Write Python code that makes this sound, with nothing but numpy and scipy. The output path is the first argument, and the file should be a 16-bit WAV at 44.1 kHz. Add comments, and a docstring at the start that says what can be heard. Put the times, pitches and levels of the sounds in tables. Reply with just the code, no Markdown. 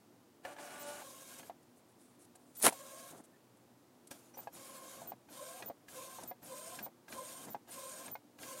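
"""A quiet room, one microphone at arm's length from an inkjet printer, a fan humming faintly nearby.
The paper roller turns, then the carriage sweeps to and fro, hissing on its rail while the toothed belt
sings. The plastic frame knocks as it brakes, and the later sweeps end with a short whine of the motor
coil. Paper rustles in the pauses, and the mechanism gives one loud crunch before the second sweep."""
import sys
import numpy as np
from scipy import signal
from scipy.fft import rfft, irfft, next_fast_len
from scipy.io import wavfile
from scipy.ndimage import uniform_filter1d, map_coordinates

SR = 44100
rng = np.random.default_rng(int(sys.argv[2]) if len(sys.argv) > 2 else 0)


def log_audio(samples):
    """Write samples as a 16-bit WAV file to the path given in sys.argv[1]."""
    # one column per channel
    frames = np.atleast_2d(samples).T
    # limit to full scale, then quantise
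    limited = np.clip(frames, -1, 1)
    pcm = np.round(limited * 32767).astype(np.int16)
    wavfile.write(sys.argv[1], SR, pcm)


N = 379260
T = np.arange(N) / SR

# Carriage sweeps, leftward first, then alternating: (start [s], brake [s], stop [s], hiss [dB],
# rumble [dB], tooth tone [dB], its launch surge [dB], tooth rate [Hz], belt span from [Hz], to [Hz],
# span level [dB], motor drive squeal [dB], spin-up note [dB])
SWEEPS = [(0.95, 1.4, 1.497, -56, -67.5, -63.5, 4.5, 538.5, 562, 760, -68.5, -87, -85),
          (2.67, 3.118, 3.19, -55.5, -64.5, -59.5, -1, 542, 539, 715, -61.5, -72, -85),
          (4.519, 5.025, 5.119, -56, -64, -60, -3, 536.5, 541, 760, -69, -88, -55.5),
          (5.288, 5.612, 5.698, -54.5, -64, -58.5, 4, 531.7, 520.5, 780, -57.5, -66, -60),
          (5.879, 6.215, 6.296, -54, -63.5, -59, 6, 524.3, 516.4, 793.5, -64.5, -68.5, -62),
          (6.418, 6.791, 6.87, -53.5, -62, -59.5, 8, 519.5, 506, 736, -57.5, -61.5, -54),
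          (7.079, 7.455, 7.546, -53.5, -61.5, -60, 9, 525, 518, 784, -62, -63, -57),
          (7.674, 8.07, 8.12, -53, -61.5, -57, 0.5, 529.5, 514, 693, -60, -62, -60),
          (8.383, 8.799, 8.89, -52.5, -62.5, -58.5, 4.5, 525, 512.5, 733, -58, -65.5, -62)]
# Each launch, levels relative to cruising:
# (time after start [s], speed [share of full], hiss [dB], rumble [dB], tooth tone [dB])
LAUNCH_CURVE = [(-.012, .1, -35, -20, -30), (.008, .2, -10, 0, -14), (0.045, .97, -0.5, 1.5, -15.5),
                (.07, 1, -0.5, 0.5, -7), (.1, 1, 0, 0, -0.5), (.2, 0.99, -0.5, -1, 0.5)]
# Each braking, levels relative to cruising:
# (time [share of brake to stop], speed [share of full], hiss [dB], rumble [dB], tooth tone [dB])
BRAKE_CURVE = [(-0.6, 1, -0.5, 0.5, -1), (-.1, 1, 0, 6.5, -4), (.35, .45, -9, 10, -8.5),
               (.95, .3, -9, 1, -5), (1.25, .1, -44, 11, -30)]
# The mechanism shuffling before the steady sweeps: (time [s], hiss [dB])
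SHUFFLE_LEVELS = [(4.1, -94), (4.112, -48.5), (4.135, -62.5), (4.3, -71.5), (4.33, -83), (4.345, -70),
                  (4.436, -61.5), (4.469, -73), (4.485, -78)]
# Belt teeth on the pulley: (harmonic [x tooth rate], level over tooth tone [dB], width [Hz])
TOOTH_PARTIALS = [(1, -2, 80), (2, -0.5, 130)]
# Their overtones: (harmonic [x tooth rate], level over hiss [dB], growth along a sweep [dB], width [Hz])
MESH_PARTIALS = [(3, -21, 8.5, 70), (4, -22.5, 1, 88), (6, -21, 0, 80), (7, -20.5, 1.5, 80)]
# High squeal of the motor drive: (pitch [Hz], rise at mid-sweep [Hz], relative level [dB], width [Hz])
DRIVE_SQUEAL_PARTIALS = [(8410, 250, 5, 220), (6830, 60, -3, 150)]
# Rail hiss and the rumble of the mount under it: (frequency [Hz], relative density [dB])
RAIL_SPECTRUM = [(800, -23.5), (1300, -4), (1650, -4.5), (1900, -12.5), (2300, -6.5), (2700, -7.5),
                 (3250, -6.5), (4300, -7), (5700, -6.5), (6800, -2.5), (7700, -4.5), (8640, -3),
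                 (13300, -7.5), (15800, -15.5)]
MOUNT_SPECTRUM = [(30, -58), (60, -14), (150, -4), (300, 0.5), (390, -8.5), (650, -2.5), (1400, -15.5),
                  (2500, -26.5), (4000, -60.5)]

# Blows to the frame: (time [s], strength [dB], bright part relative to frame [dB])
FRAME_BLOWS = [(0.45, -29.5, -11.5), (0.564, -45, -8), (0.585, -41, -8), (1.019, -38, -13),
               (1.395, -48.5, -0.5), (1.429, -53.5, 2), (1.497, -34.5, -20.5), (2.352, -55, -9),
               (2.724, -35.5, -15), (4.112, -45, -7), (4.341, -49.5, -11), (4.372, -40, -13.5),
               (4.389, -36.5, -22), (4.472, -30.5, -21.5), (5.018, -41.5, -16), (5.119, -32, -21),
               (5.287, -52, -7), (5.602, -43, -18), (5.623, -40.5, 0), (5.684, -41, -31),
               (5.699, -33.5, -21), (5.882, -56.5, 7), (6.186, -36.5, -25), (6.229, -45, -11),
               (6.312, -32.5, -20.5), (6.429, -55, -3), (6.788, -40.5, 0.5), (6.863, -32.5, -22),
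               (7.081, -56.5, 8), (7.124, -52, 11), (7.483, -42.5, -11), (7.546, -30, -20),
               (7.674, -58, -3), (7.689, -49, -8), (8.079, -46.5, 2.5), (8.153, -31.5, -17.5),
               (8.387, -57.5, 7), (8.431, -49, 6.5)]
# Modes of the plastic frame and the lighter levers: (frequency [Hz], relative level [dB], T60 [s])
FRAME_MODES = [(250, -15.5, 0.04), (552, -4.5, 0.075), (703, 2, 0.043), (780, -2.5, 0.076), (848, 5, 0.028),
               (957, -10.5, 0.089), (1094, -11, 0.047)]
LEVER_MODES = [(1363, 0.5, 0.022), (1626, 7.5, 0.054), (2035, 2, 0.055), (2388, 2.5, 0.049),
               (2712, 2.5, 0.025), (3550, -6.5, 0.022), (4400, -1, .015), (5900, -9, 0.049)]
# The mechanism's crunch: (time [s], grit [dB], thud [dB])
CRUNCH_LEVELS = [(2.6, -50, -60), (2.612, -54.5, -58), (2.626, -31, -53), (2.636, -29, -37),
                 (2.652, -22.5, -29.5), (2.67, -24.5, -23.5), (2.692, -35, -32.5), (2.704, -52.5, -60),
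                 (2.71, -53, -41)]
# Its sharp grit and heavy thud: (frequency [Hz], relative density [dB])
GRIT_SPECTRUM = [(1470, -29.5), (2500, -21), (5080, -11.5), (5620, -12), (7190, -8.5), (10300, -1),
                 (12400, -10.5), (13600, -20.5), (15800, -18.5)]
THUD_SPECTRUM = [(35, -60), (60, -33.5), (236, -2), (666, -1), (1020, -3), (1190, -8), (1370, -5),
                 (4000, -15.5), (5200, -36), (8800, -120)]

# Paper roller turning: (time [s], hiss [dB], low gear tone [dB])
ROLLER_LEVELS = [(0.43, -82, -89), (0.45, -60, -68), (0.524, -59.5, -60), (0.558, -73, -72),
                 (0.605, -58, -60.5), (0.76, -56, -61), (0.886, -52.5, -51), (0.96, -52.5, -62),
                 (1.016, -62, -78), (1.05, -86, -80)]
# Low and high partials of the feed gear: (harmonic [x gear pitch], relative level [dB])
GEAR_LOW_PARTIALS = [(1, -14), (2, 2), (3, -3.5)]
GEAR_HIGH_PARTIALS = [(4, -1.5), (5, 1.5), (8, -11), (10, -8.5)]
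# Sliding paper and the chassis rumble under it: (frequency [Hz], relative density [dB])
FEED_SPECTRUM = [(1500, -24), (2500, -8.5), (5000, -8), (9100, -3.5), (13000, -14.5), (15800, -16.5)]
CHASSIS_SPECTRUM = [(60, -51), (150, -9), (300, -3), (500, -4.5), (740, 4.5), (950, -5.5), (1450, -6.5),
                    (1680, -3.5), (1900, -10.5), (2500, -10), (4000, -21), (6000, -63)]

# Motor coil holding the carriage: (time [s], strength [dB])
COIL_WHINES = [(0.7943, -54), (2.5714, -49), (4.3767, -49), (5.0742, -46.5), (5.6595, -46), (6.2757, -46),
               (6.827, -44), (7.5039, -51), (8.1149, -45)]
# Other brief thin notes: (start [s], end [s], from [Hz], to [Hz], level [dB])
THIN_NOTES = [(1.44, 1.5, 12000, 12600, -67), (3.328, 3.37, 1750, 1850, -70),
              (4.338, 4.364, 5900, 5930, -57.5), (4.357, 4.39, 13800, 11500, -64),
              (4.41, 4.482, 11900, 12600, -70), (7.452, 7.465, 9600, 9700, -56),
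              (7.705, 7.731, 9200, 8800, -49), (8.058, 8.074, 8300, 8860, -46.5)]
# Dry rustles and ticks of paper and plastic: (time [s], hold [s], level [dB])
PAPER_RUSTLES = [(1.384, 0.0014, -50), (1.625, .005, -68), (1.757, 0.05, -73.5), (1.88, .045, -76),
                 (1.986, 0.077, -73.5), (2.052, 0.11, -76), (2.19, 0.065, -67), (2.352, 0.0091, -57),
                 (2.39, 0.18, -76), (2.55, 0.037, -59), (2.585, 0.066, -56), (2.723, 0.0088, -46),
                 (3.109, 0.003, -51.5), (3.165, .045, -64), (3.235, 0.021, -64.5), (3.569, 0.0036, -65.5),
                 (4.0706, 0.0037, -51.5), (4.11, 0, -45.5), (5.68, 0, -59), (6.233, 0.0024, -42.5),
                 (7.4144, 0, -46.5), (7.4485, 0.0025, -48)]
# Their bright colour: (frequency [Hz], relative density [dB])
PAPER_SPECTRUM = [(3000, -18), (6000, -14), (8500, -5), (11000, -8), (15000, -29.5)]
# The nearby fan: (pitch [Hz], level before trim [dB], width [Hz])
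FAN_PARTIALS = [(123, -81, 11), (247, -74.5, 17), (291, -76.5, 15), (347, -76.5, 20)]
# Room tone: (frequency [Hz], relative density [dB])
ROOM_SPECTRUM = [(15, -99), (25, -50.5), (113, -9.5), (148, -11.5), (241, -8), (316, -9.5), (352, -9),
                 (392, -11.5), (881, -16.5), (1550, -24.5), (1820, -26), (2520, -29), (8730, -31.5),
                 (15800, -34.5)]


def carriage(shudder_db=6.5, spin_up_s=0.05):
    """Close up: the rail hisses, belt teeth mesh, the free span sings and the motor drive squeals."""
    shuffle = [(s, 0, db, db - 1, -120) for s, db in SHUFFLE_LEVELS]  # hiss and rumble only
    moves = [sweep_motion(*row[:6]) for row in SWEEPS] + [shuffle]
    speed, hiss_db, rumble_db, tooth_db, gate = curves(sorted(moves, key=lambda rows: rows[0][0]))
    columns = np.transpose(SWEEPS)
    sweep = np.clip(np.searchsorted(columns[0], T) - 1, 0, None)
    start, brake = columns[:2, sweep]
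    surge_db, tooth_hz, from_hz, to_hz, span_db, squeal_db = columns[6:12, sweep]

    bump = lambda at_s, width_s: np.exp(-((T - start - at_s) / width_s) ** 2)
    leftward = 1 - sweep % 2  # launches to the left shake the mount
    rumble_db = rumble_db + shudder_db * leftward * bump(at_s=0.071, width_s=0.039) + 1.8 * wobble(13)
    tooth_db = tooth_db + surge_db * bump(at_s=0.11, width_s=0.042) + 1.2 * wobble(16)
    travel = np.clip((T - start - spin_up_s) / (brake - start - spin_up_s), 0, 1)
    arch = np.abs(np.sin(np.pi * travel))  # peaks at mid-sweep
    cruising = uniform_filter1d(1. * (arch > 1e-6), size=1500)

    teeth = sum(amp(db) * tone(k * np.clip(speed, 0, 1) * (tooth_hz + 4 * wobble(40)), width, steady=1)
                for k, db, width in TOOTH_PARTIALS)
    mesh = sum(amp(db + growth_db * travel) * tone(k * tooth_hz, width, steady=1)
               for k, db, growth_db, width in MESH_PARTIALS)
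    span_hz = from_hz + travel * (to_hz - from_hz)  # the span shortens like a string, so its note climbs
    span = tone(span_hz, width_hz=80, steady=0.43)
    drive_squeal = sum(amp(db) * tone(hz + rise_hz * arch, width, steady=0.34)
                       for hz, rise_hz, db, width in DRIVE_SQUEAL_PARTIALS)
    return (gate * friction(hiss_db, RAIL_SPECTRUM, rumble_db, MOUNT_SPECTRUM)
            + gate * amp(tooth_db) * teeth
            + cruising * amp(hiss_db) * mesh
            + arch ** 0.45 * amp(span_db) * span
            + arch ** 0.76 * amp(squeal_db) * drive_squeal)


def sweep_motion(start, brake, stop, *cruise_db):
    """Speed and levels of one sweep as the carriage launches, cruises and brakes."""
    launch = [(start + s, *values) for s, *values in LAUNCH_CURVE]
    braking = [(brake + share * (stop - brake), *values) for share, *values in BRAKE_CURVE]
    return np.array(launch + braking) + [0, 0, *cruise_db]


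def frame_knocks():
    """Every blow rings the plastic frame and the levers at slightly new strengths and pitches."""
    out, t = np.zeros(N), np.arange(SR // 12) / SR
    attack = 1 - np.exp(-t / 0.00096)
    ring = lambda modes: sum(
        amp(db + rng.normal(0, 3.2) - 60 * t / t60) * np.sin(2 * np.pi * hz * rng.normal(1, 0.032) * t)
        for hz, db, t60 in modes)
    for s, db, bright_db in FRAME_BLOWS:
        crack = uniform_filter1d(rng.standard_normal(len(t)), size=5)  # plastic dulls the crack
        rattle = 3.8 * amp(-60 * t / 0.059) * crack
        knock = ring(FRAME_MODES) + amp(bright_db) * (ring(LEVER_MODES) + rattle)
        add(out, s, amp(db - 10) * attack * knock)
    return out


def mechanism_crunch():
    """Parts grind past each other in jolts: sharp grit first, then heavy thuds."""
    grit_db, thud_db, gate = curves([CRUNCH_LEVELS])
    jolts = unit(amp(2.5 * wobble(400)))
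    grit = amp(grit_db) * noise(GRIT_SPECTRUM, grain_db=4)
    thud = amp(thud_db) * noise(THUD_SPECTRUM, grain_db=5.5)
    return gate * jolts * (grit + thud)


def paper_roller(gear_hz=291, engaged_db=-59.5):
    """The feed gear hums on steady harmonics over the hiss of sliding paper."""
    hiss_db, low_db, gate = curves([ROLLER_LEVELS])
    slack_db = np.minimum(hiss_db - engaged_db, 0)  # zero once the gears mesh fully
    rumble_db = -53.5 + 0.7 * slack_db
    high_db = -62.5 + 4.1 * slack_db
    gear = lambda partials: sum(amp(db) * tone(np.full(N, k * gear_hz), width_hz=18, steady=2.6)
                                for k, db in partials)
    slide = friction(hiss_db, FEED_SPECTRUM, rumble_db, CHASSIS_SPECTRUM)
    return gate * (slide + amp(low_db) * gear(GEAR_LOW_PARTIALS) + amp(high_db) * gear(GEAR_HIGH_PARTIALS))


def coil_whines(whine_hz=14252, hold_s=0.0315):
    """Chopped current makes the motor coil sing; it clicks as it switches and rings on faintly."""
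    out, t = np.zeros(N), np.arange(SR // 6) / SR
    attack = np.minimum(t / 0.00092, 1)
    since_off = np.maximum(t - hold_s, 0)
    release = 1.1 * amp(-60 * since_off / 0.0087) + 0.19 * amp(-60 * since_off / 0.12)
    for s, db in COIL_WHINES:
        add(out, s, amp(db) * attack * release * np.sin(2 * np.pi * whine_hz * t))
        for edge_s, click_db in ((0, -52), (hold_s - 0.001, -48)):
            click = np.diff(rng.standard_normal(len(t) + 1))
            add(out, s + edge_s, amp(click_db - 60 * t / 0.0062) * click)
    return out


def gliding_notes(creep_db=-70):
    """The coil beats with motor speed at spin-up and in the creep to a stop; other thin notes join in."""
    out = np.zeros(N)
    spin_ups = [(s + 0.008, s + 0.047, 13400, 8700, db) for s, *_, db in SWEEPS]
    shuffle_end = SHUFFLE_LEVELS[-1][0]
    creeps = [(s - 0.04, s + 0.03, 11950, 12600, creep_db) for s, _ in COIL_WHINES if s > shuffle_end]
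    for start, end, from_hz, to_hz, db in spin_ups + creeps + THIN_NOTES:
        progress = np.linspace(0, 1, round((end - start) * SR))
        flutter_hz = 900 * uniform_filter1d(rng.standard_normal(len(progress)), size=90)
        phase = 2 * np.pi * np.cumsum(from_hz + progress * (to_hz - from_hz) + flutter_hz) / SR
        swell = np.abs(np.sin(np.pi * progress)) ** 0.48
        add(out, start, amp(db) * swell * np.sin(phase))
    return out


def paper_rustle(t60_s=0.03):
    """The sheet rustles in clumps, with short bright ticks of paper and plastic."""
    envelope, t = np.zeros(N), np.arange(SR // 4) / SR
    attack = 1 - np.exp(-t / 0.0031)
    for s, hold_s, db in PAPER_RUSTLES:
        add(envelope, s, attack * amp(db - 60 * np.maximum(t - hold_s, 0) / t60_s))
    return envelope * amp(2.1 * wobble(66)) * noise(PAPER_SPECTRUM, grain_db=5.5)


def room_tone(fan_trim_db=0.45, room_db=-66):
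    """Behind the printer's sound, a nearby fan hums over the low, soft noise of the room."""
    fan = sum(amp(db) * tone(np.full(N, hz), width, steady=0.53) for hz, db, width in FAN_PARTIALS)
    return amp(fan_trim_db) * fan + amp(room_db + 0.31 * wobble(3.17)) * noise(ROOM_SPECTRUM)


def friction(hiss_db, hiss_spectrum, rumble_db, body_spectrum):
    """Dry friction hisses in the treble and shakes the body under it."""
    hiss = amp(hiss_db + 1.3 * wobble(45)) * unit(patchy(noise(hiss_spectrum, grain_db=3.5), depth_db=2))
    rumble = amp(rumble_db + 1.2 * wobble(25)) * noise(body_spectrum, grain_db=1.5)
    return hiss + rumble


def patchy(x, depth_db):
    """Random gain in patches of time and frequency, as uneven surfaces give."""
    spectra = signal.stft(x, nperseg=512)[2]
    bands = uniform_filter1d(rng.standard_normal(spectra.shape), size=4, axis=0)
    patches = unit(uniform_filter1d(bands, size=9, axis=1))
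    return signal.istft(spectra * amp(depth_db * patches), nperseg=512)[1][:N]


def tone(hz, width_hz, steady):
    """A partial of rms 1 whose size and phase flutter about a steady part."""
    phase = (2 * np.pi * (np.cumsum(hz / SR) % 1)).astype(np.float32)
    return unit((steady + wobble(width_hz)) * np.cos(phase) + wobble(width_hz) * np.sin(phase))


def noise(spectrum, grain_db=0):
    """Coloured noise of rms 1; grain makes single samples stand out."""
    knots_hz, db = np.transpose(spectrum)
    grains = rng.standard_normal(N) * amp(grain_db * rng.standard_normal(N))
    return unit(filtered(grains, lambda hz: amp(np.interp(np.log(hz + 1), np.log(knots_hz), db))))


def filtered(x, response):
    """x shaped by a gain that depends on frequency."""
    size = next_fast_len(N + 8192)
    return irfft(rfft(x, size) * response(np.fft.rfftfreq(size, 1 / SR)), size)[:N]


def wobble(rate):
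    """A smooth random curve, rate knots a second."""
    coarse = T[::32]
    knots = rng.standard_normal(int(N * rate / SR) + 4)
    return np.interp(T, coarse, map_coordinates(knots, [coarse * rate]))


def curves(tables):
    """One value per sample for each column after time, and a gate that is 1 while a table plays."""
    times, *columns = np.transpose(np.vstack(tables))
    gate = sum((T > rows[0][0]) & (T < rows[-1][0]) for rows in tables)
    return [np.interp(T, times, column) for column in columns] + [uniform_filter1d(1. * gate, size=400)]


def add(out, s, sound):
    """Mix a sound in at time s."""
    part = out[round(s * SR):][:len(sound)]
    part += sound[:len(part)]


def amp(db):
    """Decibels to amplitude."""
    return np.exp(np.asarray(db) * (np.log(10) / 20))


def unit(x):
    """x scaled to rms 1."""
    return x / np.sqrt(np.mean(x ** 2) + 1e-20)


def scene():
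    """The printer at arm's length over the room tone, in mono."""
    room = room_tone()
    printer = (carriage() + paper_roller() + frame_knocks() + coil_whines() + gliding_notes()
               + paper_rustle() + mechanism_crunch())
    return (printer + room)[None]


def record(dry, bass_hz=45, top_hz=15830):
    """The phone's microphone fades out in the deep bass and keeps nothing above its band limit."""
    return filtered(dry[0], lambda hz: (hz < top_hz) * hz ** 2 / (hz ** 2 + bass_hz ** 2))[None]


dry = scene()
out = record(dry)
log_audio(out)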